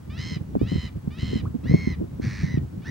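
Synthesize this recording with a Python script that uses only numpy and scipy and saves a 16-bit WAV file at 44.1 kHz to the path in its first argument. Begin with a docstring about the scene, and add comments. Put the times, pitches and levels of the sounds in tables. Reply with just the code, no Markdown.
"""Wading bird on a windy, muddy shore

A bird repeats a harsh call: thin rising whines lead into arched tones, which a flap chops into a rattle
about 85 times a second, faster where the voice is raspy. One drop plips: a short tone gliding up.
Shaped noise makes the wind's rumble, wobbling low tones and noise its thumps on the microphone.
Under it lie a faint hiss of open air and the recorder's thin, steady whistle."""
import sys
import numpy as np
from scipy import signal
from scipy.fft import rfft, irfft
from scipy.io import wavfile

SR = 44100
rng = np.random.default_rng(int(sys.argv[2]) if len(sys.argv) > 2 else 0)


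def master_out(mix):
    """Clip the mix to full scale and print it as 16-bit PCM to the path in sys.argv[1]."""
    frames = np.transpose(np.atleast_2d(mix))
    ceiling = np.clip(frames, -1, 1)
    pcm = np.round(ceiling * 32767).astype(np.int16)
    wavfile.write(sys.argv[1], SR, pcm)


N = 127890  # length of the scene in samples
SIDES = np.array([[1], [-1]])  # left and right, for differences between the channels

# Rattling notes: (start [s], length [s], pitch before arch and shake [Hz], level [dB],
# roundness [0-1], upper throat resonance [dB], rasp at the start [0-1])
NOTES = [(0.162, 0.22, 1045, -39.5, 0.17, 12.5, 0.13), (0.657, 0.24, 1029, -42, 0.05, 3.5, 0.13),
         (1.168, 0.25, 1032, -41.5, 0, 3.5, 0.25), (1.655, 0.3, 1075, -39.5, 0.71, 6.5, 0.03),
         (2.206, .383, 995.7, -42, 0.82, 8.5, 0.88), (2.842, 0.22, 994, -38.5, 0.98, 10.5, 0.3)]
# Soft voice of the whines and the low part of the notes, from the first harmonic up: (level [dB])
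SOFT_HARMONICS = [-12, -4.5, -7.5, -2, -6.5, -6, -17, -11, -19, -30]
# Breathiness of the bird's voice: (frequency [Hz], level [dB])
BREATH = [(500, -54), (1100, -1.5), (1900, 14), (3000, -2), (4200, -13), (6000, 2.5), (7500, -29),
          (10000, -10), (15000, -34)]


def undb(db):
    """Turn decibels into a gain."""
    return 10 ** (np.asarray(db) / 20)


def unit(x):
    """Scale to an rms (average strength) of 1."""
    return x / np.sqrt(np.mean(x ** 2))


def noise(points):
    """Noise of rms 1, coloured by (frequency [Hz], level [dB]) points joined on a log frequency scale."""
    hz, db = np.array(points).T
    f = np.maximum(np.fft.rfftfreq(N, 1 / SR), 1)
    gain = undb(np.interp(np.log(f), np.log(hz), db))
    return unit(irfft(rfft(rng.standard_normal(N)) * gain, N))


def walk(rate):
    """Smooth random wandering of rms 1 that changes about rate times a second."""
    f = np.fft.rfftfreq(N, 1 / SR)
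    smoothing = np.exp(-(2 * f / rate) ** 2 / 2)
    return unit(irfft(rfft(rng.standard_normal(N)) * smoothing, N))


def ramp(u):
    """Rise from 0 to 1 along a quarter sine, then stay there."""
    return np.sin(np.pi / 2 * np.clip(u, 0, 1))


def band(x, hz, kind, order):
    """Butterworth filter: keep the low, high or middle frequencies."""
    return signal.sosfilt(signal.butter(order, hz, kind, fs=SR, output="sos"), x)


def span(start, length):
    """Sample numbers of an event, and the time since its start [s]."""
    i = np.arange(int(start * SR) + 1, min(int((start + length) * SR), N))
    return i, i / SR - start


def voice(hz, levels_db):
    """Stack harmonics (whole multiples) on a moving pitch, scaled to rms 1."""
    phase = 2 * np.pi * np.cumsum(hz) / SR
    return unit(sum(undb(db) * np.cos((k + 1) * phase) for k, db in enumerate(levels_db)))


def wind():
    """Fluttering rumble that follows the gusts; the deepest part is shared by both channels."""
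    # Wind strength over time: (time [s], level [dB])
    gusts = [(0, -7.5), (.18, -4), (.26, -0.5), (.42, -3), (0.521, -0.5), (.62, 4), (.8, 1), (.9, -6),
             (1.02, -3.5), (1.12, -5.5), (1.35, 4), (1.58, -2.5), (1.75, 6.5), (1.93, -0.5), (2.03, -2),
             (2.1, -2.5), (2.24, 0.5), (2.6, -0.5), (2.72, -5), (2.9, -0.5)]
    # Rumble shared by both channels: (frequency [Hz], level [dB])
    shared_rumble = [(22, -40), (40, -12.5), (70, 4), (130, 1), (200, -4), (300, -14), (900, -44),
                     (2000, -68)]
    # Rumble that pushes the channels opposite ways: (frequency [Hz], level [dB])
    side_rumble = [(20, -53), (60, -14), (120, -6.5), (200, 0.5), (320, -6.5), (900, -33), (2000, -52)]
    shared_db, side_db = -32, -41  # before the gusts
    flutter_db, flutter_per_s = 3.5, 32.5

    gust_db = np.interp(np.arange(N) / SR, *np.array(gusts).T)
    strength = undb(gust_db + flutter_db * walk(flutter_per_s))
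    shared = undb(shared_db) * noise(shared_rumble)
    side = SIDES * undb(side_db) * noise(side_rumble)
    return strength * (shared + side)


def open_air():
    """Faint steady hiss, made wide by noise that is opposite in the two channels."""
    # Colour of the hiss: (frequency [Hz], level [dB])
    hiss = [(100, 7), (1000, 3.5), (2000, -5), (4000, -11), (8000, -14), (15000, -19.5)]
    air_db, side_db = -57.5, -2.5  # side level is relative to the shared hiss
    return undb(air_db) * (noise(hiss) + SIDES * undb(side_db) * noise(hiss))


def whines():
    """Soft, slightly breathy tone that rises before the rattle sets in and falls as it lets go."""
    # Whines that lead into a note:
    # (start [s], length [s], first pitch before shake [Hz], last pitch before shake [Hz], level [dB])
    lead_ins = [(0.097, 0.086, 569, 700, -51), (0.591, 0.098, 565, 702, -53.5),
                (1.104, 0.092, 572, 679, -53.5), (1.635, 0.039, 632, 748, -55.5),
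                (2.817, 0.06, 545, 734, -57)]
    tail_s, tail_first_hz, tail_last_hz, tail_db = 0.027, 685, 557.6, -54

    # Every note that ends within the scene lets go in a short falling whine.
    tails = [(start + length - tail_s, tail_s, tail_first_hz, tail_last_hz, tail_db)
             for start, length, *_ in NOTES if start + length < N / SR]
    out, shake, breath = np.zeros(N), walk(600), noise(BREATH)
    for start, length, first_hz, last_hz, db in lead_ins + tails:
        i, t = span(start, length)
        glide_hz = first_hz + (last_hz - first_hz) * t / length
        tone = voice(glide_hz * (1 + 0.013 * shake[i]), SOFT_HARMONICS)
        fade = ramp(t / 0.0044) * ramp((length - t) / 0.002)
        out[i] += undb(db) * fade * (tone + breath[i] / 5)
    return out


def shore(x):
    """Place a sound slightly right and add short scatter from mud and reeds, different in each ear."""
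    left_right_db, scatter_db, t60_s = -1.9, -15, 0.15  # t60: time to fade by 60 dB
    t = np.arange(SR // 2) / SR
    dull_noise = band(rng.standard_normal((2, len(t))), 3600, "low", order=1)
    tail = dull_noise * undb(-60 * t / t60_s) * ramp(t / 0.018)
    tail /= np.sqrt(np.sum(tail ** 2, axis=1, keepdims=True))
    direct = x * undb(SIDES * left_right_db / 2)
    return direct + undb(scatter_db) * signal.fftconvolve(x[None], tail, axes=1)[:, :N]


def notes():
    """A flap chops an arched tone into pulses that scoop up from a low voice; rasp adds chirps and noise."""
    # Harmonics of the note, from the first up: (harsh voice [dB], round voice [dB])
    harmonics = [(-11, -8.5), (3, 10.5), (4, -17.5), (2.5, -5.5), (-6.5, -16), (-17, -15), (-13, -31),
                 (-19.5, -35), (-47, -77)]
    # Colour of the rasp noise: (frequency [Hz], level [dB])
    rasp_colour = [(500, -31), (1200, -3), (1750, 0.5), (2700, -9), (3450, -29), (4100, -1), (5200, -6.5),
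                   (6000, -2.5), (7200, -26), (9300, -19.5), (12000, -60.5)]
    # Pitch arch: each drop is a share of the pitch.
    rise, rise_s, fall, fall_s = .26, .014, .1, .012
    arch_bend, round_bend = .014, .08
    # Rattle: pulses per second; opening, closing and chirp end are shares of one flap cycle.
    base_rate, round_rate, rasp_rate, rattle_jitter = 83.5, 4, 17, .012
    gap_db, opening, closing, chirp_end = -18, .38, .17, .52
    # Pitch changes within a pulse and random shake, as shares of the pitch.
    scoop_depth, rasp_sweep, rasp_sag = .17, .6, .1
    jitter, rasp_jitter, pulse_scatter = .009, .05, .008
    rasp_hold, rasp_fade = .45, .52  # shares of the note
    low_ratio, low_db = .615, -7  # pitch and level of the low voice against the main tone
    breath_db, rasp_noise_db, rasp_tone_db = -12, -4.5, -1
    attack_s, release_s = .042, .047
    dull_db = 1  # loss per step up the harmonics when the effort is zero

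    out, breath, shake, drift = np.zeros(N), noise(BREATH), walk(750), walk(62.4)
    grit, scatter = noise(rasp_colour), walk(280)
    harsh, rounded = np.array(harmonics).T
    steps = np.arange(len(harsh))
    for start, length, pitch_hz, db, roundness, throat_db, rasp0 in NOTES:
        i, t = span(start, length)
        u = t / length
        rasp = rasp0 * (1 - ramp((u - rasp_hold) / rasp_fade) ** 2)

        # The flap: cycle runs from 0 to 1 in every pulse; gap is 1 when shut and 0 when open.
        rate = base_rate + round_rate * roundness + rasp_rate * rasp ** 2
        cycle = np.cumsum(rate * (1 + rattle_jitter * drift[i])) / SR % 1
        gap = 1 - ramp(cycle / (opening * (1 - rasp / 2))) * ramp((1 - cycle) / closing)

        # Pitch: an arch over the note, a scoop or chirp in each pulse, and random shake.
        scoop = -scoop_depth * (1 - ramp(cycle / opening) ** 2)
        chirp = np.where(cycle < chirp_end, rasp_sweep * cycle / chirp_end - 2 * rasp_sag, -rasp_sag)
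        bend = (arch_bend + round_bend * roundness * (1 - rasp0)) * (2 * u - 1) ** 2
        arch = 1 - rise * np.exp(-t / rise_s) - fall * np.exp((t - length) / fall_s) - bend
        unsteady = pulse_scatter * scatter[i] + (jitter + rasp_jitter * rasp) * shake[i]
        hz = pitch_hz * arch * (1 + scoop + rasp ** 2 * chirp + unsteady)

        # Tone colour: the throat lifts harmonics near 5800 Hz; low effort dulls the upper ones.
        throat = throat_db * np.exp(-(((steps + 1) * pitch_hz - 5800) / 1000) ** 2)
        effort = ramp(t / attack_s) * ramp((length - t) / release_s)
        colour = (harsh + roundness * (rounded - harsh) + throat)[:, None]
        colour = colour - dull_db * np.outer(steps, 1 - effort)
        tone = undb(rasp_tone_db * rasp) * voice(hz, colour)

        soft_hiss = undb(breath_db) * (1 - roundness / 2) * breath[i]
        rough_hiss = rasp * undb(rasp_noise_db) * grit[i]
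        low_hz = low_ratio * pitch_hz * arch * (1 + 2 * unsteady)
        low = undb(low_db) * (1 - roundness / 2) * voice(low_hz, SOFT_HARMONICS)
        low_gate = ramp(cycle / closing) * (1 - cycle) ** 2
        chopped = undb(gap_db * gap) * (tone + soft_hiss + rough_hiss)
        out[i] += undb(db) * effort * (chopped + low_gate * low)
    return out


def thumps():
    """Eddies strike the microphone: short low pressure swings whose upper part splits the two channels."""
    # Thumps of wind; the push peaks a third of the way through its length:
    # (start [s], push level [dB], centre before wobble [Hz], length [s], left-right difference [dB])
    strikes = [(0.365, -17, 165, 0.0087, 0.5), (0.553, -17.5, 370, 0.0017, -9),
               (0.562, -17, 178, 0.014, 4.5), (0.614, -14, 339, 0.0038, -9), (0.718, -18, 174, 0.013, 6.5),
               (0.755, -15, 165, 0.0065, -6.5), (.952, -20, 114, 0.022, 2.5), (1.075, -17, 165, 0.0069, 0),
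               (1.229, -17, 148, 0.011, 4), (1.33, -20, 189, 0.011, -0.5), (1.356, -18, 177, 0.01, 0),
               (1.542, -23, 217, 0.019, -5.5), (1.657, -15.5, 133.5, 0.012, 5),
               (1.695, -13, 108, 0.0091, 0), (1.711, -13, 161, 0.016, 6.5), (1.739, -4, 185, 0.012, 4.5),
               (1.872, -15, 228, 0.007, -2.5), (1.999, -28.5, 235, 0.037, -2),
               (2.197, -22, 250, 0.0053, -2), (2.431, -14, 122.5, 0.019, 2.5),
               (2.541, -14, 112, 0.014, 3.5), (2.573, -15.5, 160, 0.013, 2)]
    turbulent_s = 0.047  # pushes this long or longer are all turbulence
    eddy_db, side_gain, side_hz = 2, 2 * undb(1), 290.5

    out, wobble = np.zeros((2, N)), walk(200)
    for start, db, hz, length, pan_db in strikes:
        i, t = span(start, 0.14)
        swing = np.sin(2 * np.pi * np.cumsum(hz * np.exp(0.292 * wobble[i])) / SR)
        eddies = unit(band(rng.standard_normal(N), [hz / 2, hz * 1.504], "band", order=3))[i]
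        broken = min(length / turbulent_s, 1)  # share of turbulence
        mix = np.sqrt(1 - broken ** 2) * swing + undb(eddy_db) * broken * eddies
        u = 3 * t / length
        push = undb(db) * u * np.exp(1 - u) * mix
        apart = side_gain * band(push, side_hz, "high", order=2)
        out[:, i] += (push + SIDES * apart) * undb(SIDES * pan_db / 2)
    return out


def drop():
    """A bubble rings briefly: its pitch glides up while the tone holds, then dies away."""
    start_s, first_hz, glide_hz_per_s = 1.4535, 970, 32000
    level_db, hold_s, decay_s = -38.5, 0.0077, 0.0054
    t = np.maximum(np.arange(N) / SR - start_s, 0)
    ring = np.sin(2 * np.pi * (first_hz * t + glide_hz_per_s * t ** 2 / 2))
    return undb(level_db) * ring * np.exp(-np.maximum(t - hold_s, 0) / decay_s)


def scene():
    """Bird and drop on the shore, wind on the microphone, faint open air."""
    return wind() + open_air() + shore(whines() + notes() + drop()) + thumps()


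def record(dry):
    """The recorder thins the deepest rumble, adds a thin whistle and cuts the top."""
    whistle_hz, whistle_db, top_hz = 15734, -70.5, 15900
    whistle = undb(whistle_db) * np.sin(2 * np.pi * whistle_hz * np.arange(N) / SR)
    thinned = band(dry, 32, "high", order=2)
    # A steep filter: 0.2 dB ripple below the top, 70 dB down above it.
    top_cut = signal.ellip(10, .2, 70, top_hz, fs=SR, output="sos")
    return signal.sosfilt(top_cut, thinned + whistle)


dry = scene()
out = record(dry)
master_out(out)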